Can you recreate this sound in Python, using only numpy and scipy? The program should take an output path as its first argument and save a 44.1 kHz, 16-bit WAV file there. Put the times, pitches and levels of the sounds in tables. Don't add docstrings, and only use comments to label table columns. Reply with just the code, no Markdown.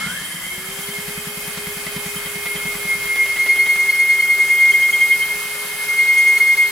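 import sys
import numpy as np
from scipy import signal
from scipy.io import wavfile
from scipy.ndimage import uniform_filter1d

SR = 44100
rng = np.random.default_rng(int(sys.argv[2]) if len(sys.argv) > 2 else 0)


def transcribe(u):
    v = np.clip(np.atleast_2d(u).T, -1, 1)
    q = np.round(v * 32767).astype(np.int16)
    wavfile.write(sys.argv[1], SR, q)


def ratio_of_db(decibels):
    return 10 ** (np.asarray(decibels, float) / 20)


N = 295911
CONTROL_STEP = 40


def rms_one(x):
    return x / np.sqrt(np.mean(x ** 2) + 1e-20)


def in_time(rows):
    time_s, *columns = np.transpose(rows)
    t = np.arange(N) / SR
    return [np.interp(t, time_s, column) for column in columns]


def at_hz(points, hz):
    points = np.array(points)
    return np.interp(np.log(hz), np.log(points[:, 0]), points[:, 1])


def coarse(rate_hz):
    r = np.exp(-2 * np.pi * CONTROL_STEP * rate_hz / SR)
    white = rng.standard_normal(N // CONTROL_STEP + 2001)
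    settled = signal.lfilter([1], [1, -2 * r, r * r], white)[2000:]
    return rms_one(settled)


def stretch(control):
    return np.interp(np.arange(N) / CONTROL_STEP, np.arange(len(control)), control)


def drift(rate_hz):
    return stretch(coarse(rate_hz))


def phase_of(hz):
    return 2 * np.pi * np.cumsum(hz) / SR


def tone(phase, lead_rad):
    return np.sqrt(2) * np.sin([phase + lead_rad / 2, phase - lead_rad / 2])


def pair(alike):
    mid, side = rng.standard_normal((2, N))
    return np.sqrt((1 + alike) / 2) * mid + np.sqrt((1 - alike) / 2) * side * [[1], [-1]]


def lowpass(x, hz):
    return signal.sosfilt(signal.butter(2, hz, fs=SR, output="sos"), x)


def bandpass(x, low_hz, high_hz):
    return signal.sosfilt(signal.butter(2, [low_hz, high_hz], "band", fs=SR, output="sos"), x)


def resonate(x, hz, width_hz):
    r = np.exp(-np.pi * width_hz / SR)
    return signal.lfilter([1, 0, -1], [1, -2 * r * np.cos(2 * np.pi * hz / SR), r * r], x)


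def clicks(rows, column):
    rows = np.array(rows)
    out = np.full(N, 1e-18)
    out[(rows[:, 0] * SR).astype(int)] = ratio_of_db(rows[:, column])
    return out


def swell(x, rise_s, fall_s):
    t = np.arange(int(.2 * SR)) / SR
    bump = (1 - np.exp(-t / rise_s)) * np.exp(-t / fall_s)
    return signal.fftconvolve(x, bump / bump.max())[:N]


def each_turn(turns, levels_db, scatter_db):
    at = np.flatnonzero(np.diff(np.floor(turns)) > 0)
    chance = np.random.default_rng(rng.integers(2 ** 31)).standard_normal((len(at), len(levels_db)))
    return np.c_[at / SR, np.transpose(levels_db)[at] + scatter_db * chance]


# [t/s, speed/(turns/s)]
ARMATURE_SPEED = [(0, 212), (.1, 250), (.2, 292), (.3, 318), (.43, 346), (.55, 366), (.75, 396), (1, 411),
                  (1.3, 414.5), (2, 410.5), (2.7, 411), (3.3, 402), (4.3, 399), (4.7, 398), (5.3, 412),
                  (5.7, 416.5), (6.2, 411), (6.71, 402)]


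def barrel_turns():
    return np.cumsum(in_time(ARMATURE_SPEED)[0]) / SR / 40.3


# [t/s, hum/dB, mesh/dB, fan/dB]
MOTOR_LEVELS = [(0, -44, -42.5, -60), (.1, -54, -34.5, -49), (.2, -60, -40, -47.5), (.28, -52, -50, -47.5),
                (.45, -54, -39, -47.5), (.6, -43, -47, -50), (.9, -39.5, -50, -54),
                (1.15, -40.5, -45, -48.5), (2.8, -38.5, -42.5, -51), (3.1, -40, -43, -62),
                (3.85, -42, -44, -60), (4, -42, -44, -50), (4.6, -43, -45.5, -51), (5.1, -42.5, -45, -58),
                (5.4, -43.5, -45, -49), (6.0, -42.5, -45, -51), (6.71, -43.5, -47, -55)]
MESH_ORDERS = [5.84, 6.14]
WHINE_ORDERS = [1.31, 2, 19.5]
# [level/dB, flicker/dB, growth exponent with speed]
WHINE_LEVELS = [(-56, 1.5, 5.0), (-55, 1.5, 5.0), (-47.5, 3.0, 5.0)]


def motor():
    speed = in_time(ARMATURE_SPEED)[0]
    turn = phase_of(speed)
    hum_db, mesh_db, fan_db = in_time(MOTOR_LEVELS)
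    out = ratio_of_db(hum_db + 1.9 * drift(18)) * tone(turn, 0.25)
    fan_phase = 34.97 * turn + .8 * drift(15)
    out += ratio_of_db(fan_db + 2.2 + 3.5 * drift(9)) * tone(fan_phase, .7)
    mesh_lead_rad = np.interp(speed, [300, 390], [.4, 1.9])
    for order in MESH_ORDERS:
        mesh_phase = order * turn + .25 * drift(12) + .4 * drift(70)
        out += ratio_of_db(mesh_db + 1.5 + 1.5 * drift(14)) * tone(mesh_phase, mesh_lead_rad)
    for order, (level_db, flicker_db, growth) in zip(WHINE_ORDERS, WHINE_LEVELS):
        ripple = .03 * order * drift(9.9)
        level = (speed / 412) ** growth * ratio_of_db(level_db + flicker_db * drift(13.0))
        out += level * tone(order * turn + ripple, 0.24 * order)
    return out


# [f/Hz, level/dB]
GRIND_COLOUR = [(25, 1.5), (60, -5), (120, -4.5), (200, -7), (320, -9), (500, -3.5), (800, -4), (1400, 1.5),
                (2500, -1.5), (4000, -3.5), (6300, -6), (10000, -2), (13000, -2.5), (15800, -8)]
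# [f/Hz, correlation]
EAR_LIKENESS = [(30, .3), (70, 0.73), (130, 0.79), (900, 0.94), (1700, 0.85), (2200, 0.038), (3200, 0.58),
                (4500, 0.16), (8000, 0.43), (15000, 0.26)]
# [t/s, pressure/dB, distance loss/dB]
CUT_LOAD = [(0, 3, 10), (.09, 2, -1), (.32, -2, 1.5), (1.2, 0, 1.5), (3, 2.5, -0.5), (4.2, 1.5, 3),
            (4.8, 3.5, 0), (5.6, 0.9, 6.5), (6.28, 2.5, 6), (6.71, 2.3, 4.5)]
# [f/Hz, share of pressure, share of distance loss]
LOAD_SHARES = [(149, 0.51, 1.2), (780, 1, -0.15), (4500, 1, -0.28), (10000, 0.35, 0.17)]
# [f/Hz, width/Hz, level/dB, extra in spin-up/dB]
BODY_MODES = [
    (180, 28, -54.5, 17),
    (239, 33, -64, -21),
    (1237, 390, -52, 2),
    (1698, 67, -48, 11),
    (2125, 25, -39, 4),
    (3144, 55, -39.5, 6),
    (4800, 500, -45.5, -2),
    (7560, 130, -51, 9),
]


def grinding(blows, patchy_db=1.11, throb_db=1.4):
    pressure_db, far_db = [column[::CONTROL_STEP] for column in in_time(CUT_LOAD)]
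    far_db = far_db - far_db.mean()
    grip_db = in_time(GRIP_CURVE)[0][::CONTROL_STEP]
    spread = 0.39 * np.clip((grip_db + 22) / 11, 0, 1)
    shares = np.array(LOAD_SHARES)
    push = swell(clicks(blows, column=2) > 1e-9, 0.0036, 0.0043)[::CONTROL_STEP]
    spin_up = np.exp(-np.arange(len(push)) * CONTROL_STEP / SR / .5)
    out = np.zeros((2, N))
    edges_hz = 24 * 2 ** np.arange(0, 9.7, .4)
    white = rng.standard_normal((2, 2, N))
    together = coarse(7.8)
    for k, (low_hz, high_hz) in enumerate(zip(edges_hz, edges_hz[1:])):
        mid, side = bandpass(white[k % 2], low_hz, high_hz)
        hz = np.sqrt(low_hz * high_hz)
        load_db = at_hz(shares, hz) * pressure_db - at_hz(shares[:, ::2], hz) * far_db
        load_db -= 5.0 * spin_up * (hz > 11000)
        alike = np.clip(at_hz(EAR_LIKENESS, hz) - spread * (hz < 2000), -.9, .99)
        flicker_db = patchy_db * (together / 3 + coarse(12))
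        gain = ratio_of_db(at_hz(GRIND_COLOUR, hz) + load_db + throb_db * push + flicker_db)
        mid = mid * stretch(gain * np.sqrt(1 + alike))
        side = side * stretch(gain * np.sqrt(1 - alike))
        out += [mid + side, mid - side]
    out = ratio_of_db(-29.5) * rms_one(out)
    near, wide = pair(1.0), pair(0.19)
    for hz, width_hz, level_db, start_db in BODY_MODES:
        load_db = start_db * spin_up + 0.81 * coarse(17.0)
        feed = near if hz < 1900 else wide
        out += stretch(ratio_of_db(level_db + load_db)) * rms_one(resonate(feed, hz, width_hz))
    return out


# [t/s, centre f/Hz, glaze/dB (narrow hump to broad)]
RIM_WEAR = [(0, 10660, -5), (.5, 10670, -5.5), (1.7, 10650, -5), (2.4, 10660, -9.5), (3, 10950, -11),
            (3.6, 10800, -9), (4.4, 10770, -7.5), (5.1, 11000, 4), (5.8, 10360, 5), (6.1, 10620, 1),
            (6.71, 10710, 1)]


def rim_hiss():
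    hz, glaze_db = in_time(RIM_WEAR)
    carrier = np.exp(1j * phase_of(hz))
    feed = pair(0.13) + 1j * pair(0.42)
    humps = [(-44 - glaze_db, 300), (-39.5 + 1.37 * glaze_db, 1300)]   # level/dB, half width/Hz
    out = 0
    for level_db, width_hz in humps:
        hump = rms_one(np.real(lowpass(feed, width_hz) * carrier))
        turn_db = 0.25 * np.sin(2 * np.pi * barrel_turns() + 1.3)
        out = out + ratio_of_db(level_db + 1.4 * drift(6.5) + turn_db) * hump
    return out


# [t/s, thump peak/dB, clack/dB, knock angle/turns]
BARREL_PLAY = [(.05, -22, -32, 0.33), (.2, -30, -37, 0.31), (.7, -29, -34, 0.39), (1.05, -21.5, -32, 0.34),
               (1.3, -23.5, -41, 0.26), (1.45, -26, -32, 0.39), (1.95, -18.5, -29.5, 0.36),
               (2.07, -22.5, -34, 0.36), (2.46, -27, -28, 0.39), (2.64, -22, -30, 0.39),
               (2.95, -28.5, -38, .43), (3.1, -35, -26, 0.49), (3.4, -48, -26, 0.53), (3.7, -37, -26, .5),
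               (4.3, -71, -42, 0.35), (5.1, -37, -34, .42), (5.7, -35, -38, .42), (6.0, -67, -45, .4)]


def knock_rows():
    thump_db, clack_db, angle = in_time(BARREL_PLAY)
    return each_turn(barrel_turns() - angle, [thump_db, clack_db], scatter_db=1.5)


# [f/Hz, level/dB, time to top/s]
THUMP_MODES = [
    (170, 1, 0.007),
    (114, -14, 0.0094),
    (232, -15.5, 0.023),
]
# [t/s, peak/dB]
BARREL_RINGS = [(0.0967, -25.5), (0.2478, -28), (0.358, -34), (0.826, -30), (1.8701, -34), (2.1615, -28.5),
                (2.2498, -30), (2.4588, -33), (2.558, -27), (3.055, -28.5), (3.1577, -31), (3.3922, -39),
                (3.5583, -32), (3.6596, -30), (4.1999, -29), (4.582, -30.5), (4.7197, -25), (4.8229, -25.5),
                (4.9272, -20.5), (5.0085, -24.5), (5.1208, -23), (5.2205, -22), (6.1774, -30),
                (6.2672, -35)]


def knocks(blows):
    t = np.arange(int(.15 * SR)) / SR
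    shape = 0
    for hz, level_db, top_s in THUMP_MODES:
        bump = (t / top_s * np.exp(1 - t / top_s)) ** 3
        shape = shape + ratio_of_db(level_db) * bump * np.sin(2 * np.pi * hz * t)
    thump = ratio_of_db(-2.5) * signal.fftconvolve(clicks(blows, column=1), shape)[:N]
    grit = pair(0.96)
    blow = swell(clicks(blows, column=2), 0.0033, 0.017) ** 1.378 / ratio_of_db(-9.0)
    clack = ratio_of_db(-3.5) * blow * rms_one(bandpass(grit, 230, 3400))
    clack = clack + ratio_of_db(-2.5) * blow * rms_one(resonate(grit, 2010, 50))
    ring_phase = phase_of(3155 + 25 * drift(12.43))
    ring = ratio_of_db(-2.5) * swell(clicks(BARREL_RINGS, column=1), 0.0081, 0.012) * tone(ring_phase, 1.0)
    return thump + clack + ring


# [t/s, top of a rub/dB, sag between rubs/dB, lateness of top/turns]
GRIP_CURVE = [(0, -46, -1, 0.061), (2.1, -40, -9, .1), (2.3, -32.5, 1, 0.59), (2.52, -24.5, 9.5, 0.078),
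              (2.75, -27.5, 7, 0.11), (3.0, -24.5, 10, 0.13), (3.12, -16.5, 5, 0.046),
              (3.3, -17.5, 11, 0.043), (3.5, -8.5, 13, 0.018), (3.8, -12, 9, .02), (4.1, -9.5, 9, 0.022),
              (4.5, -10, 12.5, 0.033), (4.7, -13.5, 0, 0.22), (5.1, -7, 15.5, .07), (5.4, -26, 1.5, .1),
              (5.75, -27, 8, .1), (6, -10, 8, .1), (6.62, -10, 5, 0.27)]
RUB_SHAPE = [
    (0, 0.078),
    (.25, 0.39),
    (.55, 0.94),
    (.75, .8),
    (.9, 0.028),
]
# [t/s, top/dB, length/s]
HARD_SPOTS = [(0.035, -24.5, 0.031), (0.528, -28.5, 0.019), (.973, -29, 0.028), (2.49, -29.5, 0.027),
              (2.68, -27.5, 0.028), (2.918, -19, 0.042), (3.217, -18, 0.034), (3.313, -47, 0.013),
              (3.898, -20, .012), (4.637, -18, 0.054), (4.707, -16, .012), (4.746, -18, .015),
              (4.864, -35, 0.0049), (4.907, -0.5, 0.0096), (5.317, -30, 0.017), (5.825, -44, 0.014),
              (5.896, -50, 0.01), (6.176, -18, .012), (6.273, -15.5, 0.014), (6.373, -15.5, 0.0061),
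              (6.412, -20, 0.0099), (6.473, -23, 0.0092)]
# [t/s, length/s]
GRIP_SLIPS = [
    (2.775, 0.021),
    (3.917, 0.012),
    (4.217, 0.0086),
    (4.728, 0.015),
    (4.915, 0.024),
    (6.392, 0.015),
    (6.562, .016),
    (6.73, 0.068),
]


def rub_height():
    top_db, sag_db, late = in_time(GRIP_CURVE)
    angle, share = np.transpose(RUB_SHAPE)
    sag = np.interp(barrel_turns() - late, angle, share, period=1)
    height = ratio_of_db(top_db - sag_db * sag)
    t = np.arange(N) / SR
    for time_s, level_db, length_s in HARD_SPOTS:
        height = height + ratio_of_db(level_db) * np.exp(-((t - time_s) / length_s) ** 2)
    for time_s, length_s in GRIP_SLIPS:
        u = (t - time_s) / length_s
        height = height * np.tanh(u * np.abs(u))
    return uniform_filter1d(height, size=200)


# [t/s, f/Hz, left-ear lead/rad]
SQUEAL_PITCH = [(0, 2147, -1.06), (2, 2144, -1.75), (2.6, 2146, -0.54), (3.1, 2139, -0.5),
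                (3.65, 2145, 0.45), (4.3, 2141, 0.49), (4.8, 2140, 0.44), (5.1, 2142, 0.42),
                (5.7, 2138, 0.84), (6.3, 2143.8, 0.55), (6.71, 2138, 0.9)]
# [t/s, second overtone/dB, third overtone/dB]
BITE_OVERTONES = [(3.05, -50, -55), (3.4, -31, -37), (3.7, -31, -40), (4.1, -28.5, -36), (4.45, -38, -42),
                  (4.6, -37, -32), (5, -41, -33), (5.25, -40, -45), (5.85, -48, -45), (6, -31.5, -37),
                  (6.2, -35, -30.5), (6.55, -32, -36), (6.71, -36, -48)]
UPPER_OVERTONES_DB = [-5, -1]


def squeal():
    height = rub_height() * ratio_of_db(-0.1 + 0.13 * drift(40))
    second_db, third_db = in_time([(0, -70, -70)] + BITE_OVERTONES)
    upper_db = [third_db] + [third_db + db for db in UPPER_OVERTONES_DB]
    bites = each_turn(barrel_turns() + 0.19, [second_db], scatter_db=1.5)
    snarls = each_turn(barrel_turns() + 0.13, upper_db, scatter_db=1.5)
    hz, lead_rad = in_time(SQUEAL_PITCH)
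    phase = phase_of(hz) + 0.32 * drift(8.4)
    out = height * tone(phase, lead_rad + 0.12 * drift(21.0))
    out += ratio_of_db(-23) * height * rms_one(resonate(pair(0.18), 2170, 310))
    bite = swell(clicks(bites, column=1), 0.005, 0.031)
    out += ratio_of_db(-3) * bite * tone(2 * phase + 0.39 * drift(30), -1.1)
    for k, trim_db in enumerate([-4, -2, -2]):
        snarl = swell(clicks(snarls, column=k + 1), 0.0042, 0.018)
        out += ratio_of_db(trim_db) * snarl * tone((k + 3) * phase, -0.6)
    return out


def scene():
    blows = knock_rows()
    ease = ratio_of_db(-4 * np.abs(rub_height()) / ratio_of_db(-7))
    return ease * motor() + ease ** 0.29 * grinding(blows) + rim_hiss() + knocks(blows) + squeal()


def low_pass(x):
    return signal.sosfilt(signal.butter(12, 15990, fs=SR, output="sos"), x)


def record(dry):
    top_cut = signal.ellip(10, .5, 60, 15830, fs=SR, output="sos")
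    mix = signal.sosfilt(top_cut, dry)
    return low_pass(mix)


dry = scene()
out = record(dry)
transcribe(out)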